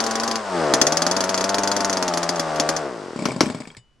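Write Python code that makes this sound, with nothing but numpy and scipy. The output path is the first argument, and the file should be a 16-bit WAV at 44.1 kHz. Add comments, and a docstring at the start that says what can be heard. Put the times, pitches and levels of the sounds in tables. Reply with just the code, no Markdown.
"""Outdoors in still air, a model buggy's small two-stroke engine idles close to the microphone.
Every turn pumps two puffs of air, but only every third to fifth turn or so fires, with a crack that
rings the metal exhaust. The engine, a little left of centre, falters, picks up, starves, backfires
twice and knocks to a halt with clinking parts and a faint ring."""
import sys
import numpy as np
from scipy import signal
from scipy.fft import rfft, irfft
from scipy.io import wavfile
from scipy.ndimage import uniform_filter1d

SR = 44100
rng = np.random.default_rng(int(sys.argv[2]) if len(sys.argv) > 2 else 0)


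def wav_out(sig):
    """Save sig, one row per channel (or a flat mono array), as 16-bit PCM at SR to the path in sys.argv[1]."""
    wavfile.write(sys.argv[1], SR, np.round(np.clip(np.atleast_2d(sig).T, -1, 1) * 32767).astype(np.int16))


N = 176400
TIME = np.arange(N) / SR


def undb(db):
    """Decibels to gain."""
    return 10 ** (np.asarray(db) / 20)


def unit(x):
    """Scale to rms 1."""
    return x / np.sqrt(np.mean(x ** 2))


def curve(table, column=1):
    """One column of a table, joined by straight lines in time."""
    rows = np.array(table)
    return np.interp(TIME, rows[:, 0], rows[:, column])


def convolve(x, response):
    """Pass a sound through an impulse response."""
    return signal.fftconvolve(np.atleast_2d(x), np.atleast_2d(response), axes=-1)[:, :N]


def band(x, kind, hz, order=4):
    """Highpass or lowpass filter."""
    return signal.sosfilt(signal.butter(order, hz, kind, fs=SR, output="sos"), x)


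def colour(x, points, size=2048):
    """Causal filter of unit energy through (Hz, dB) points."""
    hz, db = np.array(points).T
    gain = undb(np.interp(np.log(np.fft.rfftfreq(size, 1 / SR) + 1), np.log(hz), db))
    cepstrum = irfft(np.log(gain))
    cepstrum[1:size // 2] *= 2  # fold to minimum phase
    cepstrum[size // 2 + 1:] = 0
    response = irfft(np.exp(rfft(cepstrum)))
    return convolve(x, response / np.linalg.norm(response))


def clicks(times, sizes):
    """An impulse at each time."""
    return np.bincount(np.clip(np.asarray(times) * SR, 0, N - 1).astype(int), sizes, N)


def fade(x, seconds):
    """Each impulse dies away exponentially."""
    return signal.lfilter([1], [1, -np.exp(-1 / (seconds * SR))], x)


def ring(x, hz, t60):
    """One decaying mode."""
    pole = np.exp((2j * np.pi * hz - np.log(1000) / t60) / SR)
    return signal.lfilter([0, pole.imag], [1, -2 * pole.real, abs(pole) ** 2], x)


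def noise(spread=.38):
    """Stereo noise, partly different left and right."""
    mid, side = rng.standard_normal((2, N))
    return np.array([mid + spread * side, mid - spread * side]) / np.sqrt(1 + spread ** 2)


def pan(x, left_db):
    """Lean a sound to the left."""
    return x * undb(np.array([[left_db], [-left_db]]) / 2)


# The cylinder fires. Each row: start in seconds, relative level in dB.
FIRINGS = [(0.0034, -11), (0.0398, -15.5), (0.065, -12.5), (0.11, -12.5), (0.155, -11.5), (0.1994, -14.5),
           (0.235, -13), (0.2776, -12), (0.313, -13.5), (0.357, -12.5), (0.738, 0), (0.815, -1.5),
           (0.8685, -5), (0.9224, -8.5), (0.971, -8), (1.02, -8), (1.066, -8), (1.1125, -7.5), (1.1656, -9),
           (1.2065, -10.5), (1.2396, -10.5), (1.293, -9), (1.3437, -11), (1.3775, -12), (1.4093, -12.5),
           (1.4415, -9), (1.4924, -10.5), (1.5442, -9.5), (1.5836, -9), (1.6348, -11), (1.675, -11),
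           (1.7162, -10), (1.7651, -11), (1.8054, -11.5), (1.8466, -10.5), (1.897, -11.5), (1.9286, -11),
           (1.9709, -12), (2.0259, -10.5), (2.0802, -11.5), (2.1382, -12.5), (2.174, -10.5), (2.2308, -11),
           (2.2914, -9), (2.359, -20.5), (2.396, -10), (2.5596, -19.5), (2.599, -6), (2.6905, -7),
           (2.765, -12.5)]
# Exhaust shell modes. Each row: pitch in Hz, t60 in seconds, gain in dB, lean to the left in dB.
SHELL_MODES = [(3400, .05, -7, 3), (4180, .03, -7, 5), (4590, .045, -5, 6), (4830, .04, 0, 6),
               (5400, .045, -5, 3), (5630, .06, -4, 0), (5800, .045, -5, -1), (6170, .045, -5, -2),
               (6360, .045, -2, -3), (6720, .04, -8, -5), (7360, .04, -13, -5), (8650, .04, -16, -5),
               (9750, .04, -16, -4), (10600, .035, -8, -4)]
# Tone of the crack and of the spitting gas. Each row: frequency in Hz, relative level in dB.
CRACK_SPECTRUM = [(100, 34), (250, 17.5), (450, 17.5), (800, -27), (1500, 17), (2600, -5), (4500, 18.5),
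                  (6800, -10.5), (8500, -23), (11000, -22), (13000, -10.5), (16000, -35)]
SPIT_SPECTRUM = [(300, 6), (1500, -1), (2800, -7), (4000, -6), (4800, 2), (6700, 2.5), (7800, -11.5),
                 (9600, -14.5), (10600, -6.5), (12000, -28.5), (15000, -43.5)]
SHELL_LAG_S = .00006  # the shell is nearer to the left microphone

def firings():
    """Each firing cracks, spits gas and rings the exhaust shell, which radiates unevenly to the sides."""
    times, db = np.array(FIRINGS).T
    hits = clicks(times, undb(db))
    burst = unit(fade(hits, seconds=.00026) * noise()) * np.sqrt(np.mean(hits ** 2))
    crack = colour(.3 * burst - 1.32 * hits, CRACK_SPECTRUM)
    scatter = undb(3 * rng.standard_normal((len(times), len(SHELL_MODES))))
    shell = np.zeros((2, N))
    for k, (hz, t60, gain_db, left_db) in enumerate(SHELL_MODES):
        strike = burst + .5 * clicks(times, undb(db) * scatter[:, k])
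        shell += pan(undb(gain_db) * ring(strike, hz, t60), left_db)
    shell[1] = np.roll(shell[1], int(SHELL_LAG_S * SR))
    spit = colour(fade(hits, seconds=.0097) * noise(), SPIT_SPECTRUM)
    return band(undb(10.5) * crack + undb(-13) * shell + undb(-9) * spit, "highpass", hz=210)


# Silencer modes. Each row: pitch in Hz, t60 in seconds, gain in dB.
SILENCER_MODES = [(279.4, 0.036, -9), (440, 0.023, -14.5), (567, 0.081, -19), (1570, .012, -9),
                  (1810, 0.015, -13)]

def bark():
    """Each firing also thumps the silencer, which is too small to radiate deep bass."""
    times, db = np.array(FIRINGS).T
    hits = band(clicks(times, undb(db)), "highpass", hz=220, order=2)
    return sum(undb(gain_db) * ring(hits, hz, t60) for hz, t60, gain_db in SILENCER_MODES)


# The wandering idle. Each row: time in seconds, base crank speed in turns per second.
CRANK_SPEED = [(0, 112), (.2, 113.5), (.375, 113), (.46, 100), (.6, 82), (.735, 67), (.81, 68), (.98, 82),
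               (1.19, 94), (1.42, 93.5), (1.51, 98), (1.75, 100), (1.89, 97), (2.15, 86), (2.33, 85),
               (2.58, 76), (2.8, 78), (2.86, 69.5), (2.93, 59.5), (3.12, 39), (3.2, 32)]
SURGE_TURNS, FLYWHEEL_S = .025, .09

def crank():
    """Crank angle in turns: each firing falls near a whole turn and kicks it ahead, then it sags."""
    fired = np.array(FIRINGS)[:, 0]
    turns = np.cumsum(curve(CRANK_SPEED)) / SR
    gap_fraction = np.interp(TIME, fired, np.arange(len(fired))) % 1
    firing_offsets = np.unwrap(np.interp(fired, TIME, turns) % 1, period=1)
    slip = uniform_filter1d(np.interp(TIME, fired, firing_offsets), int(FLYWHEEL_S * SR))
    return turns - slip + SURGE_TURNS * np.sin(np.pi * gap_fraction)


# Pumping strength. Each row: time in seconds, relative levels of the first and second puff in dB.
PUMPING = [(0.0, -35, -42.5), (0.36, -36, -40.5), (0.43, -36.5, -57), (0.52, -30, -33.5),
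           (0.62, -29.0, -24.0), (0.72, -24.5, -27), (0.85, -25.5, -29), (1.0, -28.5, -34),
           (1.3, -28.5, -37.5), (1.7, -28.5, -31.0), (2.0, -29, -35.5), (2.3, -30.5, -38),
           (2.5, -30, -33.5), (2.62, -27.5, -30), (2.76, -31, -34.0), (2.86, -33.5, -33),
           (2.95, -43.5, -37.5), (3.15, -51.5, -37.5)]
# Air box and silencer resonances. Each row: pitch in Hz, width in Hz, relative dB for each puff.
AIRWAYS = [(169, 35, 15.5, -8), (269, 138, -30.5, 14.5), (352.5, 21, -22.5, 22), (436.5, 43, -20, 18),
           (623, 62.0, 20.5, -8.5), (675.5, 54.0, 18, -18), (784, 37.0, 1, -11.5), (883, 62, 14.5, -30),
           (1016.5, 12, 13, 4), (1086, 40, 14.5, -8.5), (1114, 14, -18, -7.5), (1397, 16, -17, -20.5),
           (1910, 130, -9, -7)]
PUFF_JITTER_S, PUFF_SCATTER_DB, FLUTTER_TURNS = .00002, .6, .4

def puffs(turns, which, at_turn):
    """One uneven, turbulent puff a turn rings the airways until the slow strokes begin."""
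    times = np.interp(np.arange(1, int(turns[-1])) + at_turn, turns, TIME)
    jitter, scatter = rng.standard_normal((len(times), 2)).T
    pulses = clicks(times + PUFF_JITTER_S * jitter, undb(PUFF_SCATTER_DB * scatter))
    flutter = unit(np.exp(-((turns - at_turn) % 1) / FLUTTER_TURNS)) * rng.standard_normal(N)
    push = pulses * np.sqrt(SR / curve(CRANK_SPEED)) + undb(-25) * flutter
    strength = undb(curve(PUMPING, column=1 + which)) * (TIME < STROKES[0][0])
    t = TIME[:SR // 10]
    airways = sum(undb(db[which]) * width * np.exp(-np.pi * width * t) * np.cos(2 * np.pi * hz * t)
                  for hz, width, *db in AIRWAYS)
    airways = band(band(airways, "highpass", hz=83.3), "lowpass", hz=1900)
    return convolve(push * strength, -airways / np.linalg.norm(airways))


# Two bangs as the engine dies. Each row: start in seconds, relative level in dB.
BACKFIRES = [(3.2548, -7), (3.407, 0)]
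# Their tone. Each row: frequency in Hz, relative level in dB.
BANG_SPECTRUM = [(60, -33), (150, -16.5), (280, 10.5), (600, -1), (1300, -1), (1900, -9.5), (2300, -2),
                 (3500, -14), (5800, -5), (8000, -24.5), (11000, -24.5), (15000, -58)]

def backfires():
    """Unburnt fuel goes off in the silencer: a deep bang with a short tail."""
    times, db = np.array(BACKFIRES).T
    hits = clicks(times, undb(db))
    envelope = undb(-6) * fade(hits, seconds=.0044) + undb(-19.5) * fade(hits, seconds=.029)
    return colour(envelope * noise(spread=.3), BANG_SPECTRUM)


# The last slow strokes. Each row: start in seconds, relative levels of thud and clatter in dB.
STROKES = [(3.161, -26, -22), (3.19, -20, -18), (3.222, -20.5, -18), (3.257, -21.5, -20), (3.286, -16, -17),
           (3.318, -19, -16), (3.362, -21, -19), (3.408, -14, -12), (3.433, -18.5, -19),
           (3.465, -17.5, -17), (3.5, -21.5, -15.5), (3.547, -22.5, -19.5), (3.603, -29, -19.5),
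           (3.673, -33.5, -22), (3.768, -46, -21.5)]
# Tone of the thud and of the clatter. Each row: frequency in Hz, relative level in dB.
THUD_SPECTRUM = [(50, -35), (100, -2.5), (160, 4), (250, 7), (330, -0.5), (420, -2), (500, -10), (610, 1),
                 (720, -15), (1100, -10), (1600, -37), (3000, -73.5), (12000, -85.5)]
CLATTER_SPECTRUM = [(300, -8.5), (1100, -1), (1450, -26.5), (1750, 0.5), (1950, 1), (2200, 9), (2800, -1.5),
                    (3900, -1.5), (4900, 6), (6300, -8.5), (7200, 2.5), (8800, -9), (10000, -16),
                    (12000, -34), (15000, -61.5)]
# Modes of metal parts and of the hollow silencer. Each row: pitch in Hz, t60 in seconds, gain in dB.
METAL_MODES = [(2830, .25, -12), (3628, .2, -3.5), (4900, .25, -2), (7050, 0.18, 2), (7870, 0.11, 8),
               (8900, 0.09, 5)]
HOLLOW_MODES = [(410, 0.024, -24), (591, 0.057, -25), (810, 0.033, -13), (1180, .015, -20)]
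REBOUND_TURN, REBOUND_DB, POP_DELAY_S = .44, -11.5, .002

def strokes():
    """The last compressions and their rebounds shake the chassis, rattle metal and pop the silencer."""
    times, thud_db, clatter_db = np.array(STROKES).T
    rebounds = times[:-1] + REBOUND_TURN * np.diff(times)
    shake = clicks(times, undb(thud_db)) + clicks(rebounds, undb(thud_db[:-1] + REBOUND_DB))
    rattle = clicks(times, undb(clatter_db)) + clicks(rebounds, undb(clatter_db[:-1] + REBOUND_DB))
    shudder = fade(shake, seconds=.015) * noise(spread=.077)
    thud = colour(undb(21.5) * shake + undb(-6) * shudder, THUD_SPECTRUM)
    clatter = colour(fade(rattle, seconds=.0097) * noise(), CLATTER_SPECTRUM)
    metal = sum(undb(db) * ring(rattle, hz, t60) for hz, t60, db in METAL_MODES)
    pops = clicks(times + POP_DELAY_S, undb(thud_db)) + clicks(rebounds, undb(thud_db[:-1] - 6.5))
    hollow = sum((-1) ** k * undb(db) * ring(pops, hz, t60)
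                 for k, (hz, t60, db) in enumerate(HOLLOW_MODES))
    return thud + hollow + undb(-18) * clatter + undb(-36) * metal


# Level of the rush. Each row: time in seconds, relative level in dB.
RUSH_LEVEL = [(0, -28), (.36, -29.5), (.43, -33), (.6, -26.5), (.75, -28), (1.0, -28.5), (2.3, -30.5),
              (2.75, -30.5), (2.9, -38), (3.12, -40), (3.22, -38.5), (3.45, -41.5), (3.56, -40.5),
              (3.7, -52), (3.78, -57), (3.83, -77.5)]
# Its tone. Each row: frequency in Hz, relative level in dB.
RUSH_SPECTRUM = [(30, -3), (100, -50.5), (400, 13), (1500, 7.5), (2200, -1.5), (3000, -2), (4000, -4.5),
                 (4900, -1.5), (6500, -7.5), (8500, -9.5), (10800, -25), (12000, -33.5), (16000, -42)]

def rush(turns):
    """Gas and moving parts hiss, swelling once a turn."""
    swell = 1 + .17 * np.cos(2 * np.pi * (turns - .15))
    return colour(noise() * swell, RUSH_SPECTRUM) * undb(curve(RUSH_LEVEL) - 1)


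# Level of the nasal buzz. Each row: time in seconds, relative level in dB.
BUZZ_LEVEL = [(0, -36), (.36, -36), (.43, -42), (.62, -39), (1.7, -36.5), (2.3, -39), (2.76, -40),
              (2.9, -52), (3.25, -120)]
# How the pipe shapes it. Each row: frequency in Hz, gain of a harmonic there in dB.
PIPE_RESPONSE = [(70, -30), (180, -20), (220, 2), (235, 2), (270, -20), (720, -20), (785, 1), (830, -9),
                 (900, -3), (970, -8), (1020, -3), (1170, 0), (1330, -14), (1440, -9), (1900, -26)]
BUZZ_SPREAD_TURNS, HARMONICS = .6, 20

def port_buzz(turns):
    """The piston chops the gas flow into harmonics; the pipe spreads each pulse over part of a turn."""
    speed = curve(CRANK_SPEED)
    hz, db = np.array(PIPE_RESPONSE).T
    tone = np.zeros(N)
    for k in range(1, HARMONICS + 1):
        lag = BUZZ_SPREAD_TURNS * k / HARMONICS
        tone += undb(np.interp(k * speed, hz, db)) * np.cos(2 * np.pi * k * (turns - lag))
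    return np.sqrt(2) * undb(curve(BUZZ_LEVEL)) * tone


# Loose parts touching. Each row: start in seconds, relative level in dB.
CLINKS = [(3.193, -2.5), (3.212, -6), (3.245, -1), (3.276, 1), (3.293, -5), (3.307, -1), (3.317, 0),
          (3.346, -6), (3.458, 6.5), (3.488, -3), (3.5, -4), (3.546, -3), (3.566, -12), (3.586, -6),
          (3.62, -9), (3.654, -6), (3.703, -9), (3.749, -7)]
# Their modes. Each row: pitch in Hz, t60 in seconds, gain in dB.
CLINK_MODES = [(1780, 0.013, -33.5), (2250, 0.039, -34.5), (2340, 0.017, -34.5), (3220, .03, -38),
               (5300, .025, -51), (8400, 0.034, -45)]
CONTACT_S = .0012

def clinks():
    """Loose parts touch briefly as the engine shakes, a little differently each time."""
    times, db = np.array(CLINKS).T
    scatter_db = 4 * rng.standard_normal((len(times), len(CLINK_MODES)))
    contact = noise() * np.sqrt(2 / (CONTACT_S * SR))
    parts = np.zeros((2, N))
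    for k, (hz, t60, gain_db) in enumerate(CLINK_MODES):
        taps = clicks(times, undb(db + gain_db + scatter_db[:, k]))
        parts += ring(contact * fade(taps, CONTACT_S), hz, t60)
    return parts


# Coming to rest. Each row: start in seconds, pitch in Hz, t60 in seconds, level in dB.
SETTLING = [(3.675, 160, .15, -40), (3.775, 120, .13, -37), (3.77, 2961, .85, -58)]

def settle():
    """As the crank stops, the chassis rocks and a metal part rings on."""
    return sum(ring(clicks([start], [undb(db)]), hz, t60) for start, hz, t60, db in SETTLING)


def reflections(engine, t60=.14):
    """Bodywork and ground throw a brief echo back to the microphone."""
    t = TIME[:SR // 2]
    echo = rng.standard_normal((2, len(t))) * np.exp(-np.log(1000) * t / t60)
    return convolve(engine, echo / np.linalg.norm(echo[0]))


# The open air behind the buggy. Each row: frequency in Hz, relative level in dB.
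AIR_SPECTRUM = [(30, 8), (200, -0.5), (600, -12), (2000, -16.5), (6000, -24.5), (10000, -34.5),
                (15000, -62)]

def outdoor_air():
    """Still air: a low, steady hush around the microphone."""
    return colour(noise(spread=.4), AIR_SPECTRUM)


def scene():
    """The engine close by and a little to the left, its reflections, and faint air behind."""
    turns = crank()
    pumping = puffs(turns, which=0, at_turn=-.167) + puffs(turns, which=1, at_turn=.501)
    running = undb(2.5) * pumping + port_buzz(turns) + bark()
    stalling = backfires() + strokes() + clinks() + settle()
    engine = pan(running + stalling, left_db=3.3) + pan(firings() + rush(turns), left_db=1.5)
    return engine + undb(-19) * reflections(engine) + undb(-61.5) * outdoor_air()


def record(dry):
    """The recorder clips the highest peaks and cuts the top above 16 kHz."""
    top_cut = signal.ellip(8, .2, 80, 16000, fs=SR, output="sos")
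    return signal.sosfilt(top_cut, np.clip(dry, -1, 1))


dry = scene()
out = record(dry)
wav_out(out)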